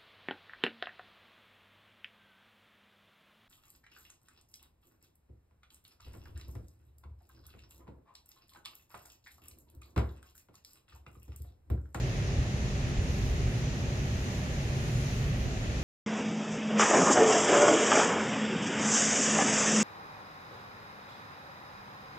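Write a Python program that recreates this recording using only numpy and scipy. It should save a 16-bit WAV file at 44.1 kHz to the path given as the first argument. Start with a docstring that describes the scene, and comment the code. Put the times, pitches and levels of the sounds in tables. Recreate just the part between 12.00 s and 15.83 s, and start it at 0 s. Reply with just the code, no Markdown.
"""Inside a rolling railway carriage.

Rough rail shakes the floor and the air into a deep and an upper boom, over the dull roar of the wheels.
The air rings across the carriage, the ventilation hisses steadily and a faint treble swells and fades.
A phone with two microphones hears it all; near the end a hand knocks it once, softly."""
import sys
import numpy as np
from scipy import signal
from scipy.fft import rfft, irfft, next_fast_len
from scipy.io import wavfile
from scipy.ndimage import uniform_filter1d

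SR = 44100
rng = np.random.default_rng(int(sys.argv[2]) if len(sys.argv) > 2 else 0)


def dump(signal):
    """Clip the signal to [-1, 1] and save it as 16-bit WAV at the path in sys.argv[1]."""
    limited = np.clip(np.atleast_2d(signal).T, -1, 1)
    pcm = np.round(limited * 32767).astype(np.int16)
    wavfile.write(sys.argv[1], SR, pcm)


N = 168903


def undb(db):
    return 10 ** (np.asarray(db) / 20)


def over_hz(table, hz, **ends):
    """Read a (Hz, value) table on a log-frequency axis."""
    table = np.array(table)
    return np.interp(np.log(hz), np.log(table[:, 0]), table[:, 1], **ends)


def gain_curve(table, column=1):
    """Gain per sample from a table of seconds and levels in dB."""
    table = np.array(table)
    return undb(np.interp(np.arange(N) / SR, table[:, 0], table[:, column]))


def wander(rate_hz):
    """Random steps, smoothed twice; mean 0, spread 1."""
    hold = int(SR / rate_hz)
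    steps = np.repeat(rng.standard_normal(N // hold + 1), hold)
    smooth = uniform_filter1d(uniform_filter1d(steps, hold), hold)[:N]
    return (smooth - smooth.mean()) / smooth.std()


def unit_mid(pair):
    """Scale a stereo pair so that its mid has rms 1."""
    return pair / np.sqrt(np.mean(pair.mean(axis=0) ** 2))


def steadied(pair, window_s, share):
    """Take out a share of the slow chance swings of a noise."""
    envelope = np.sqrt(uniform_filter1d(pair.mean(axis=0) ** 2, int(window_s * SR)) + 1e-9)
    return unit_mid(pair / envelope ** share)


# Microphone balance. Each row: frequency in Hz, left minus right in dB.
MIC_BALANCE = [(100, -0.3), (250, -1.5), (400, 2.3), (700, -4.5), (1000, -2), (1300, -2.3), (2000, -1.5),
               (3100, -2.6), (4200, 5.5), (5500, 3.5), (6700, 10.5), (7800, 2), (10500, 3), (12500, -1.5),
               (15500, -4)]
# Sound that differs between the microphones. 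Each row: frequency in Hz, share in dB (capped at 0).
MIC_INCOHERENCE = [(40, -23), (64, -24), (104, -25), (130, -25), (170, -25), (250, -7), (285, -5),
                   (318, -4), (345, -8), (390, -11), (600, -10.5), (800, -1.5), (1080, -1.5), (1300, -2.1),
                   (1600, -1), (1800, -2), (2500, -0.7), (3300, 0), (5000, -.6), (16000, 4)]


def diffuse(spectrum, left_lead_s=6e-5, bands=1, flicker_db=0., flicker_hz=8.):
    """Noise from all sides at two microphones; each band can flicker on its own."""
    size = next_fast_len(N)
    hz = np.maximum(np.arange(size // 2 + 1) * SR / size, 1)
    coherence = 1 - np.clip(undb(2 * over_hz(MIC_INCOHERENCE, hz)), 0, 1)
    mid, side = rfft(rng.standard_normal((2, size)))
    mid *= np.sqrt(1 + coherence)
    side *= np.sqrt(1 - coherence)
    tilt = undb(over_hz(MIC_BALANCE, hz) / 2)
    lead_rad = 2 * np.pi * hz * left_lead_s
    pair = np.array([(mid + side) * tilt * np.exp(1j * lead_rad), (mid - side) / tilt])
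    pair /= np.sqrt(tilt ** 2 + tilt ** -2 + 2 * coherence * np.cos(lead_rad))  # keeps the mid flat
    pair *= undb(over_hz(spectrum, hz, left=-200, right=-200))
    low_hz, high_hz = spectrum[0][0], spectrum[-1][0]
    band_index = np.floor(np.log(hz / low_hz) / np.log(high_hz / low_hz) * bands)
    noise = np.zeros((2, N))
    for k in range(bands):
        band = irfft(pair * (band_index == k), size)[:, :N]
        noise += band * undb(flicker_db * wander(flicker_hz))
    return unit_mid(noise)


# Treble hiss, low and top part. Each row: frequency in Hz, relative density in dB.
TREBLE_LOW_SPECTRUM = [(4820, -31), (8200, -4), (8900, 1.5), (11100, 4), (12200, -2.5), (15900, -34),
                       (22000, -120)]
TREBLE_TOP_SPECTRUM = [(6940, -26), (11800, -2), (13600, -3), (15100, -2), (15600, -8)]
# Each row: time in seconds, low level in dB, top level in dB.
TREBLE_LEVELS = [(0.0, -69, -72), (0.01, -69, -77), (0.11, -68, -76), (0.17, -70, -80), (0.87, -68.5, -78),
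                 (0.9, -67, -77), (0.95, -72, -79), (1.04, -66.5, -79), (1.12, -66.5, -71),
                 (1.31, -66.5, -68), (1.39, -69, -76), (1.59, -66, -72), (1.72, -69.5, -82),
                 (1.77, -68, -75), (2.16, -68, -71), (2.36, -65, -70), (2.44, -67.5, -74), (3.0, -63, -70),
                 (3.19, -66.5, -67), (3.34, -68, -72), (3.42, -67, -68), (3.49, -68.5, -75),
                 (3.79, -69, -77), (3.83, -68, -74)]


def treble_hiss():
    """A thin, high hiss that swells and fades."""
    low = diffuse(TREBLE_LOW_SPECTRUM, bands=2, flicker_db=0.8, flicker_hz=14)
    top = diffuse(TREBLE_TOP_SPECTRUM, bands=2, flicker_db=0.5, flicker_hz=20)
    return low * gain_curve(TREBLE_LEVELS, column=1) + top * gain_curve(TREBLE_LEVELS, column=2)


# Grille hiss, low and top part. Each row: frequency in Hz, relative density in dB.
VENT_LOW_SPECTRUM = [(620, -42), (1050, -3.5), (1520, -4), (1910, 1), (2220, -1.5), (2540, 0), (3350, -5.5),
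                     (4200, -9), (5460, -19), (9240, -120)]
VENT_TOP_SPECTRUM = [(2290, -31), (3900, -3.5), (4900, -2), (6640, 1.5), (8600, -18), (11200, -47),
                     (18900, -120)]
# Each row: time in seconds, low level in dB, top level in dB.
VENT_LEVELS = [(0.0, -48.5, -54.5), (0.72, -49, -53), (0.85, -48, -54.5), (1.1, -49, -53), (2.15, -49, -54),
               (2.38, -47.5, -52.5), (2.39, -48.5, -54), (3.2, -48, -52), (3.27, -48, -54),
               (3.62, -49, -54), (3.76, -47.5, -52.5), (3.83, -49.5, -54)]


def ventilation():
    """Air rushes through grilles on the left and reaches that microphone first."""
    left_lead_s = 0.00037
    low = diffuse(VENT_LOW_SPECTRUM, left_lead_s, bands=4, flicker_db=0.06, flicker_hz=14)
    top = diffuse(VENT_TOP_SPECTRUM, left_lead_s, bands=2, flicker_db=0.72, flicker_hz=19)
    return low * gain_curve(VENT_LEVELS, column=1) + top * gain_curve(VENT_LEVELS, column=2)


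# Crosswise air resonance. Each row: frequency in Hz, relative density in dB.
AIR_RING_SPECTRUM = [(60, -25), (70, -11), (76, -6), (83, -7), (92, 3), (99, -9), (110, -25)]
# Each row: time in seconds, level in dB.
AIR_RING_LEVELS = [(0.05, -54), (.9, -51), (1.9, -52), (2.15, -59), (2.8, -51), (3.3, -61), (3.8, -57)]


def air_ring():
    """The air rings across the width of the carriage, opposite at the two microphones."""
    ring = steadied(diffuse(AIR_RING_SPECTRUM), window_s=0.16, share=0.5).mean(axis=0)
    ring *= gain_curve(AIR_RING_LEVELS)
    return np.array([ring, -ring])


def hand_knock(start_s=3.4603, level_db=-32.5, ring_hz=75, t60_s=0.11):
    """A soft knock on one end of the phone: a tick sinks into a low ring, opposite at the microphones."""
    tick_cycles, tick_s = 0.5, 0.001
    fade_start_s, fade_s = 0.021, 0.006
    age_s = np.maximum(np.arange(N) / SR - start_s, 0)
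    cycles = ring_hz * age_s + tick_cycles * (1 - np.exp(-age_s / tick_s))
    decay = undb(level_db - 60 * age_s / t60_s)
    fade = np.clip(1 - (age_s - fade_start_s) / fade_s, 0, 1)
    knock = np.sin(2 * np.pi * cycles) * decay * fade
    return np.array([knock, -knock])


# Rolling noise. Each row: frequency in Hz, relative density in dB.
ROAR_SPECTRUM = [(100, -15), (150, -9), (168, -0.2), (200, -0.5), (235, -4.5), (252, -2), (285, -11.5),
                 (345, -8.5), (385, -7), (420, -10), (520, -13.5), (595, -12), (680, -16.5), (750, -17),
                 (825, -18), (850, -22), (950, -23.5), (1150, -35.5), (1500, -33)]


def wheel_roar(level_db=-39):
    """Wheels rolling, dulled by the floor."""
    roar = diffuse(ROAR_SPECTRUM, bands=5, flicker_db=0.3, flicker_hz=5.52)
    return steadied(roar, window_s=0.033, share=0.25) * undb(level_db)


# Resonances of the car body. Each row: frequency in Hz, relative density in dB.
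DEEP_BOOM_SPECTRUM = [(12, -34), (22, -14), (30, -13), (40, -2), (50, -2.8), (62, 1.8), (72, -3), (90, -4),
                      (106, -4.5), (125, -17.5), (170, -45)]
UPPER_BOOM_SPECTRUM = [(80, -30), (104, -5), (116, -0.5), (128, .3), (140, -0.5), (152, -6.5), (166, -13.5),
                       (200, -57)]
# Each row: time in seconds, deep level in dB, upper level in dB.
BOOM_LEVELS = [(0.0, -33.5, -39), (0.05, -33, -26.5), (0.08, -35, -36), (0.36, -32.5, -35),
               (0.39, -22.5, -30.5), (0.45, -39, -34.5), (0.47, -31.5, -35.5), (0.97, -35, -35),
               (0.99, -23.5, -41), (1.01, -32, -36.5), (1.5, -29, -33), (1.55, -47, -31.5),
               (1.65, -30, -32), (1.68, -42, -34), (1.72, -34.5, -38), (2.06, -34.5, -34.5),
               (2.21, -30.5, -38), (2.24, -35.5, -39), (2.99, -35, -30), (3.11, -34.5, -35.5),
               (3.32, -30.5, -29.5), (3.36, -37, -36.5), (3.41, -29.5, -37), (3.5, -35, -38.5),
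               (3.81, -34.5, -39.5), (3.83, -31, -43)]


def body_booms():
    """Rail roughness drives the floor and the air of the carriage at their lowest resonances."""
    deep = steadied(diffuse(DEEP_BOOM_SPECTRUM), window_s=0.13, share=0.67)
    upper = steadied(diffuse(UPPER_BOOM_SPECTRUM), window_s=0.11, share=0.78)
    return deep * gain_curve(BOOM_LEVELS, column=1) + upper * gain_curve(BOOM_LEVELS, column=2)


def scene():
    return body_booms() + air_ring() + wheel_roar() + ventilation() + treble_hiss() + hand_knock()


def record(dry):
    """The phone cuts the top with a steep low-pass."""
    cutoff_hz = 15770
    return signal.sosfilt(signal.ellip(16, 0.2, 80, cutoff_hz, fs=SR, output="sos"), dry)


dry = scene()
out = record(dry)
dump(out)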